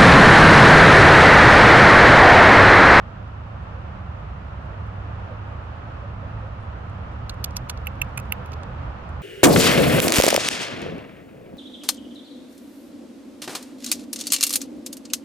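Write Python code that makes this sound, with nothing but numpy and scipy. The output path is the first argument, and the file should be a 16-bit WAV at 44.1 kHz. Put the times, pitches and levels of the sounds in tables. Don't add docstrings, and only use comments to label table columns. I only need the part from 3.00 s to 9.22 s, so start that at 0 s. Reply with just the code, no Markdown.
import sys
import numpy as np
from scipy import signal
from scipy.fft import rfft, irfft
from scipy.io import wavfile
from scipy.ndimage import uniform_filter1d

SR = 44100
rng = np.random.default_rng(int(sys.argv[2]) if len(sys.argv) > 2 else 0)


def waveform_to_disk(signal):
    frames = np.transpose(np.atleast_2d(signal))
    scaled = np.clip(frames, -1, 1) * 32767
    samples = np.round(scaled).astype(np.int16)
    wavfile.write(sys.argv[1], SR, samples)


N = 274302
T = np.arange(N) / SR


def undb(db):
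    return 10 ** (np.asarray(db) / 20)


def unit(x):
    return x / np.sqrt(np.mean(x ** 2) + 1e-24)


def pan(db):
    return undb([[db / 2], [-db / 2]])


def add(out, x, start_s):
    i = int(np.clip(start_s * SR, 0, N - 1))
    out[..., i:i + x.shape[-1]] += x[..., :N - i]


def band(x, low_hz, high_hz, order=3):
    return signal.sosfilt(signal.butter(order, [low_hz, high_hz], "band", fs=SR, output="sos"), x)


def bins(x):
    return np.arange(x.shape[-1] // 2 + 1) * SR / x.shape[-1] + 1e-3


def along(hz, table):
    points, *columns = np.transpose(table)
    return [np.interp(np.log(hz), np.log(points), c) for c in columns]


def colour(x, table):
    return irfft(rfft(x) * undb(along(bins(x), table)[0]), x.shape[-1])


def ring(x, modes):
    f = bins(x)
    response = sum(undb(db) / (1 + 1j * (f * f - hz * hz) / (f * width)) for hz, width, db in modes)
    return irfft(rfft(x) * response, len(x))


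def walk(rate_hz):
    hold = int(SR / rate_hz)
    steps = np.repeat(rng.standard_normal(N // hold + 1), hold)
    return 1.28 * uniform_filter1d(uniform_filter1d(steps, hold), hold)[:N]


def grain_gains(count, grain_db, cap=4):
    return undb(grain_db * np.minimum(rng.exponential(size=count), cap))


def whiten(burst):
    spectrum = rfft(burst)
    power = uniform_filter1d(np.abs(spectrum) ** 2, 15)
    fade = np.clip(2 - 4 * np.arange(len(burst)) / len(burst), 0, 1)
    return irfft(spectrum / np.sqrt(power + 1e-18), len(burst)) * fade


# freq_hz, gain_db
RUMBLE_EQ = [(20, -36), (30, -13.5), (42, -4), (55, 6), (65, 7.5), (78, 9), (90, 2.5), (108, -3), (128, 2),
             (150, -5.5), (185, -9.5), (240, -14), (330, -27.5), (600, -76)]
# time_s, level_db
RUMBLE_LEVELS = [(0, -38), (.5, -35.5), (1.2, -34), (1.95, -34.5), (2.34, -34.5), (2.44, -40), (2.55, -34),
                 (2.85, -36.5), (3, -36.5), (3.12, -34.5), (3.9, -35), (4.65, -33), (5.25, -33), (5.4, -35),
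                 (5.9, -30.5), (5.98, -42), (6.1, -32.5)]


def traffic_rumble(drift_db=0.07):
    rumble = unit(colour(rng.standard_normal(N), RUMBLE_EQ))
    rumble /= np.sqrt(uniform_filter1d(rumble ** 2, SR // 4))
    level_db = np.interp(T, *np.transpose(RUMBLE_LEVELS)) + drift_db * walk(8)
    return rumble * undb(level_db) * pan(-2.5)


# time_s, firing_hz, level_db
ENGINE_RIDE = [(0, 103, -38.5), (1.2, 101.5, -42), (2.33, 103, -33), (2.45, 103, -37), (2.98, 108, -44),
               (3.1, 107, -33.5), (3.42, 106, -37.5), (3.899, 103, -38), (4.6, 108, -41.5), (5.1, 101, -41),
               (6.22, 103, -47.5)]


def engine_drone(waver_hz=3, throb_db=2.0, whine_hz=187.5, whine_db=-52):
    time_s, *columns = np.transpose(ENGINE_RIDE)
    firing_hz, level_db = (np.interp(T, time_s, c) for c in columns)
    phase = 2 * np.pi * np.cumsum(firing_hz + waver_hz * walk(22.007)) / SR
    drone = unit(np.sin(phase) * undb(throb_db * walk(19)))
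    whine = unit(ring(rng.standard_normal(N), [(whine_hz, 3.4, 0)]))
    return (drone * undb(level_db) + whine * undb(whine_db)) * pan(-2.5)


# freq_hz, gain_db
WASH_EQ = [(150, 3), (280, -2), (420, -4.5), (520, -0.5), (900, 0), (1300, 0), (1600, -7), (2100, -13),
           (2700, -14.5), (4000, -26), (7500, -40.5), (9400, -50), (10400, -63.5), (12500, -56),
           (15600, -63), (16100, -78.5)]
# freq_hz, left_minus_right_db, correlation
WASH_IMAGE = [(200, -1.5, 0.75), (389, -4.5, 0.4), (516, -6, 0.33), (1030, -2, -0.13), (1870, -2.5, 0.23),
              (2120, 0.5, -0.11), (7000, 1.5, -0.08), (9300, 8, -0.73), (15000, 17, -0.25)]


def tyre_wash(start_db=-40.5, rise_db_per_s=0.4451, flicker_db=0.66, hiss_follow=0.5):
    mid, side = rfft(rng.standard_normal((2, N)))
    pan_db, correlation = along(bins(T), WASH_IMAGE)
    sign = np.array([[1], [-1]])
    pair = mid * np.sqrt(1 + correlation) + sign * side * np.sqrt(1 - correlation)
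    wash = unit(colour(irfft(pair * undb(sign * pan_db / 2), N), WASH_EQ))
    hiss = colour(wash, [(1500, -24.5), (2600, -9.5)])
    wash_db = start_db + rise_db_per_s * T
    hiss_db = np.mean(wash_db) + hiss_follow * (wash_db - np.mean(wash_db))
    return (wash - hiss) * undb(wash_db + flicker_db * walk(9)) + hiss * undb(hiss_db)


# low_hz, high_hz, left_minus_right_db, dry_bite_db, hollow_bite_db
CRACK_LAYERS = [(900, 1650, -11, -11.5, -10.5), (1900, 3100, -10.5, -8.5, 11.5),
                (3130, 6240, -6, 1.5, -10.5), (5950, 10300, 0.5, -7, -5.5), (10000, 15000, -8.5, -12, 3.5)]
# pitch_ratio, width_hz, gain_db
HOLLOW_MODES = [(0.85, 288.5, -4.5), (0.995, 165, 7.5)]
# freq_hz, width_hz, gain_db
NUT_MODES = [(3540, 260, 13), (4320, 280, 10), (4770, 190, 10.5), (5370, 220, 6.5), (6020, 240, 12.5),
             (6480, 190, 9), (7150, 300, 12), (7700, 380, 7), (8250, 220, 4.5), (9900, 450, 1),
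             (10900, 600, 3), (11800, 300, 4), (12400, 280, 5), (15080, 500, 8.5)]


def crack(level_db, hollowness, boosts_db, hollow_hz, piece_modes, crumble_s, tail_db, raw_db=-20):
    t = np.arange(2048) / SR
    breaks = rng.choice([-1, 1], len(t)) * grain_gains(len(t), grain_db=4)
    attack = 1 - np.exp(-t / 0.00089)
    tail = undb(tail_db) * np.exp(-t / 0.0045)
    rush = whiten(breaks * attack * (np.exp(-(t / crumble_s) ** 2) + tail))
    jolt = unit(1. * (t == 0)) + 0.36 * unit(rush)
    hollow = ring(jolt, [(ratio * hollow_hz, width, db) for ratio, width, db in HOLLOW_MODES])
    nut = ring(rush, list(NUT_MODES) + piece_modes) + undb(raw_db) * rush
    knock_db, snap_db, fizz_db = boosts_db
    bodies = [(rush, knock_db), (hollow, 0), (nut, 0), (nut, snap_db), (nut, fizz_db)]
    out = 0
    for (body, boost_db), (low_hz, high_hz, pan_db, dry_db, hollow_db) in zip(bodies, CRACK_LAYERS):
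        layer_db = level_db + boost_db + np.interp(hollowness, [0, 1], [dry_db, hollow_db])
        out = out + unit(band(body, low_hz, high_hz, order=4)) * undb(layer_db) * unit(pan(pan_db))
    return out * np.sqrt(0.0049 / t[-1])


def chip(level_db, hollowness=0, snap_db=0, fizz_db=0):
    piece_modes = [(rng.uniform(3500, 6100), 1500, 12), (rng.uniform(10000, 22000), 3000, 4.5)]
    return crack(level_db, hollowness, (0, snap_db, fizz_db), hollow_hz=2570, piece_modes=piece_modes,
                 crumble_s=0.0029, tail_db=-22, raw_db=-0.5)


# start_s, level_db, hollowness (0-1), snap_boost_db, fizz_boost_db
CHEW_CUES = [(.2768, -68, .3, -1, -12), (1.1857, -71, .3, -4, -4), (1.2, -72, .3, 0, -4),
             (1.645, -75, .3, -2, 0), (1.6581, -69, 0.2, -1, 0), (1.8332, -72, 0.2, -2, 0),
             (1.8647, -70, 0.2, 6, -5), (1.873, -73, .2, 3, -3), (1.9584, -70, .3, 1, -7),
             (2.2478, -75, 0.5, 3, -5), (2.4723, -73, 0.4, -4, -1), (2.5262, -71, .3, 0, -3),
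             (3.2984, -73, .3, -2, -3), (3.897, -65, .3, 5, -13), (4.119, -68, 0.38, 2, -12),
             (4.135, -70, .3, 4, -15), (4.34, -61, 0.4, 2, -4), (4.507, -51, 0.3, -5, -15),
             (4.56, -47, 0.3, -4, 1), (4.689, -52, 0.2, 0, 2), (4.7735, -48.5, 0.03, -12, -9),
             (4.86, -58, 0.5, -7, 7), (4.954, -66, .3, 0, -3), (5.045, -65, 0.2, 3, -3),
             (5.09, -67, 0.2, 2, -4), (5.1895, -45.5, 0.7, -2.5, -6.5), (5.198, -47, 0.6, 3.5, 2),
             (5.2535, -63.5, .1, 1, -3.5), (5.459, -52, 0.5, -4, -1), (5.47, -66, .3, -1, 3),
             (5.486, -72, .3, -2, 5), (5.5187, -48, 0.1, -6.5, -7), (5.523, -64, .1, -3, 2),
             (5.531, -44, 0.4, -11, -11), (5.536, -46, 0.1, -17, -11), (5.632, -48, 0.17, -2, -21),
             (6.09, -61.5, .3, 6, -12)]


def chewing(crumb_count=22, crumb_db=-78):
    out = np.zeros((2, N))
    for start_s, *tick in CHEW_CUES:
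        add(out, chip(*tick), start_s)
    for when, size in rng.random((crumb_count, 2)):
        add(out, chip(crumb_db + 2 * np.log(size + .1)), when * N / SR)
    return out


# peak_s, level_db
RUSTLE_CUES = [(.635, -83), (1.63, -84), (2.64, -84), (3.63, -80)]


def rustles(half_length_s=0.024, ring_hz=9100, width_hz=700, raw_db=-1):
    grains = rng.standard_normal(N) * grain_gains(N, grain_db=3)
    ringing = ring(grains, [(ring_hz, width_hz, 0)])
    rustle = unit(band(ringing + undb(raw_db) * grains, 5800, 9600))
    swells = sum(undb(db) * np.exp(-((T - peak_s) / half_length_s) ** 2 / 2) for peak_s, db in RUSTLE_CUES)
    return rustle * swells


# peak_s, pitch_hz, level_db, half_length_s, waver_hz
NOTE_CUES = [(2.312, 605, -42, 0.016, 79), (2.536, 512, -46, 0.0091, 32), (3.044, 560, -41, 0.013, 31),
             (3.248, 611, -46.5, 0.017, 25), (3.444, 520, -44.5, 0.0095, 20), (5.235, 537, -42, 0.011, 12),
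             (5.408, 510, -47, 0.02, 12.2), (5.542, 423, -44, .014, 29), (5.699, 500, -43, 0.016, 26)]


def far_notes(rough_db=3.0):
    out = 0
    for peak_s, pitch_hz, level_db, half_length_s, waver_hz in NOTE_CUES:
        phase = 2 * np.pi * np.cumsum(pitch_hz + waver_hz * walk(120)) / SR
        note = np.sqrt(2) * np.sin(phase) * unit(undb(rough_db * walk(170)))
        out = out + note * undb(level_db) * np.exp(-((T - peak_s) / half_length_s) ** 2 / 2)
    return out * pan(-6)


# time_s, level_db
SCRAPE_LEVELS = [(4.25, -97), (4.45, -85), (5.35, -83), (5.65, -86.5), (5.85, -98)]


def scraping(flicker_db=1.0):
    grains = rng.standard_normal(N) * grain_gains(N, grain_db=2, cap=5)
    time_s, level_db = np.transpose(SCRAPE_LEVELS)
    gain = undb(np.interp(T, time_s, level_db) + flicker_db * walk(40))
    gate = (T > time_s[0]) & (T < time_s[-1])
    return unit(band(grains, 7000, 15000)) * gain * gate


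# start_s, level_db, hollowness (0-1), knock_boost_db, snap_boost_db, fizz_boost_db, hollow_hz,
# shell_hz, shell_db, splinter_hz, fracture_gap_s, second_fracture_db, crumble_s, tail_db
BITE_CUES = [(4.2945, -33.5, 0.06, 6, -4.5, -5, 2800, 4180, 20, 13900, 0.0029, -5, 0.0017, -21),
             (4.4414, -27, 0.01, -3, 0, 8, 2930, 4760, 14, 12150, 0.0028, -0.5, 0.0024, -22),
             (4.5652, -33, 0, 5, 2.5, 5, 2550, 5470, 17, 12450, 0.0014, 2.5, 0.0025, -11),
             (4.6956, -28, 0.24, 5.5, -1.5, -2.5, 2760, 4370, 12, 10500, .0041, -3.5, 0.0034, -22),
             (4.8695, -37.5, 0.93, 0, -3, 1.5, 2690, 7000, 18, 12000, 0.0031, -3, 0.0021, -26),
             (5.0155, -35.5, 0.95, 2, 4.5, 2.5, 2640, 6150, 14, 12500, .0022, 6.5, 0.0026, -22),
             (5.1743, -39, 0.75, 9.5, 9.5, 0.5, 2460, 8800, 10.5, 10700, 0.0028, 4.5, 0.0026, -19),
             (5.321, -36.5, 0.77, 5, -1, 10.5, 2680, 7700, 11.5, 12100, .00147, 8, 0.0018, -22)]


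def bites(dulling_db=-10.5, flake_db=-28, flake_window_s=0.017):
    out = np.zeros((2, N))
    for (start_s, level_db, hollowness, knock_db, snap_db, fizz_db, hollow_hz,
         shell_hz, shell_db, splinter_hz, gap_s, second_db, crumble_s, tail_db) in BITE_CUES:
        piece_modes = [(shell_hz, 380, shell_db), (splinter_hz, 450, 11)]
        timbre = hollow_hz, piece_modes, crumble_s, tail_db
        add(out, crack(level_db, hollowness, (knock_db, snap_db, fizz_db), *timbre), start_s)
        dull_db = dulling_db * hollowness
        muffled_db = knock_db, snap_db + dull_db, fizz_db + dull_db
        add(out, crack(level_db + second_db, hollowness, muffled_db, *timbre), start_s + gap_s)
        for delay_s in flake_window_s * rng.random(size=2):
            add(out, chip(level_db + flake_db), start_s + gap_s + delay_s)
    return out


def in_tree(sound, left_lag_s=8.6e-5, tail_db=-45, decay_s=0.03):
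    left, right = sound
    left = irfft(rfft(left) * np.exp(-2j * np.pi * bins(left) * left_lag_s), N)
    t = T[:SR // 4]
    branches = rng.standard_normal((2, len(t))) * np.exp(-t / decay_s) * (1 - np.exp(-t / .004))
    branches /= np.sqrt(np.sum(branches ** 2, axis=1, keepdims=True))
    tail = signal.fftconvolve(right[None], branches, axes=1)[:, :N]
    return np.array([left, right]) + undb(tail_db) * tail


def scene():
    town = traffic_rumble() + engine_drone() + tyre_wash() + far_notes()
    squirrel = in_tree(chewing() + bites()) + scraping()
    return town + squirrel + rustles()


def record(dry, top_hz=16100):
    return signal.sosfilt(signal.ellip(8, .2, 70, top_hz, fs=SR, output="sos"), dry)


dry = scene()
out = record(dry)
waveform_to_disk(out)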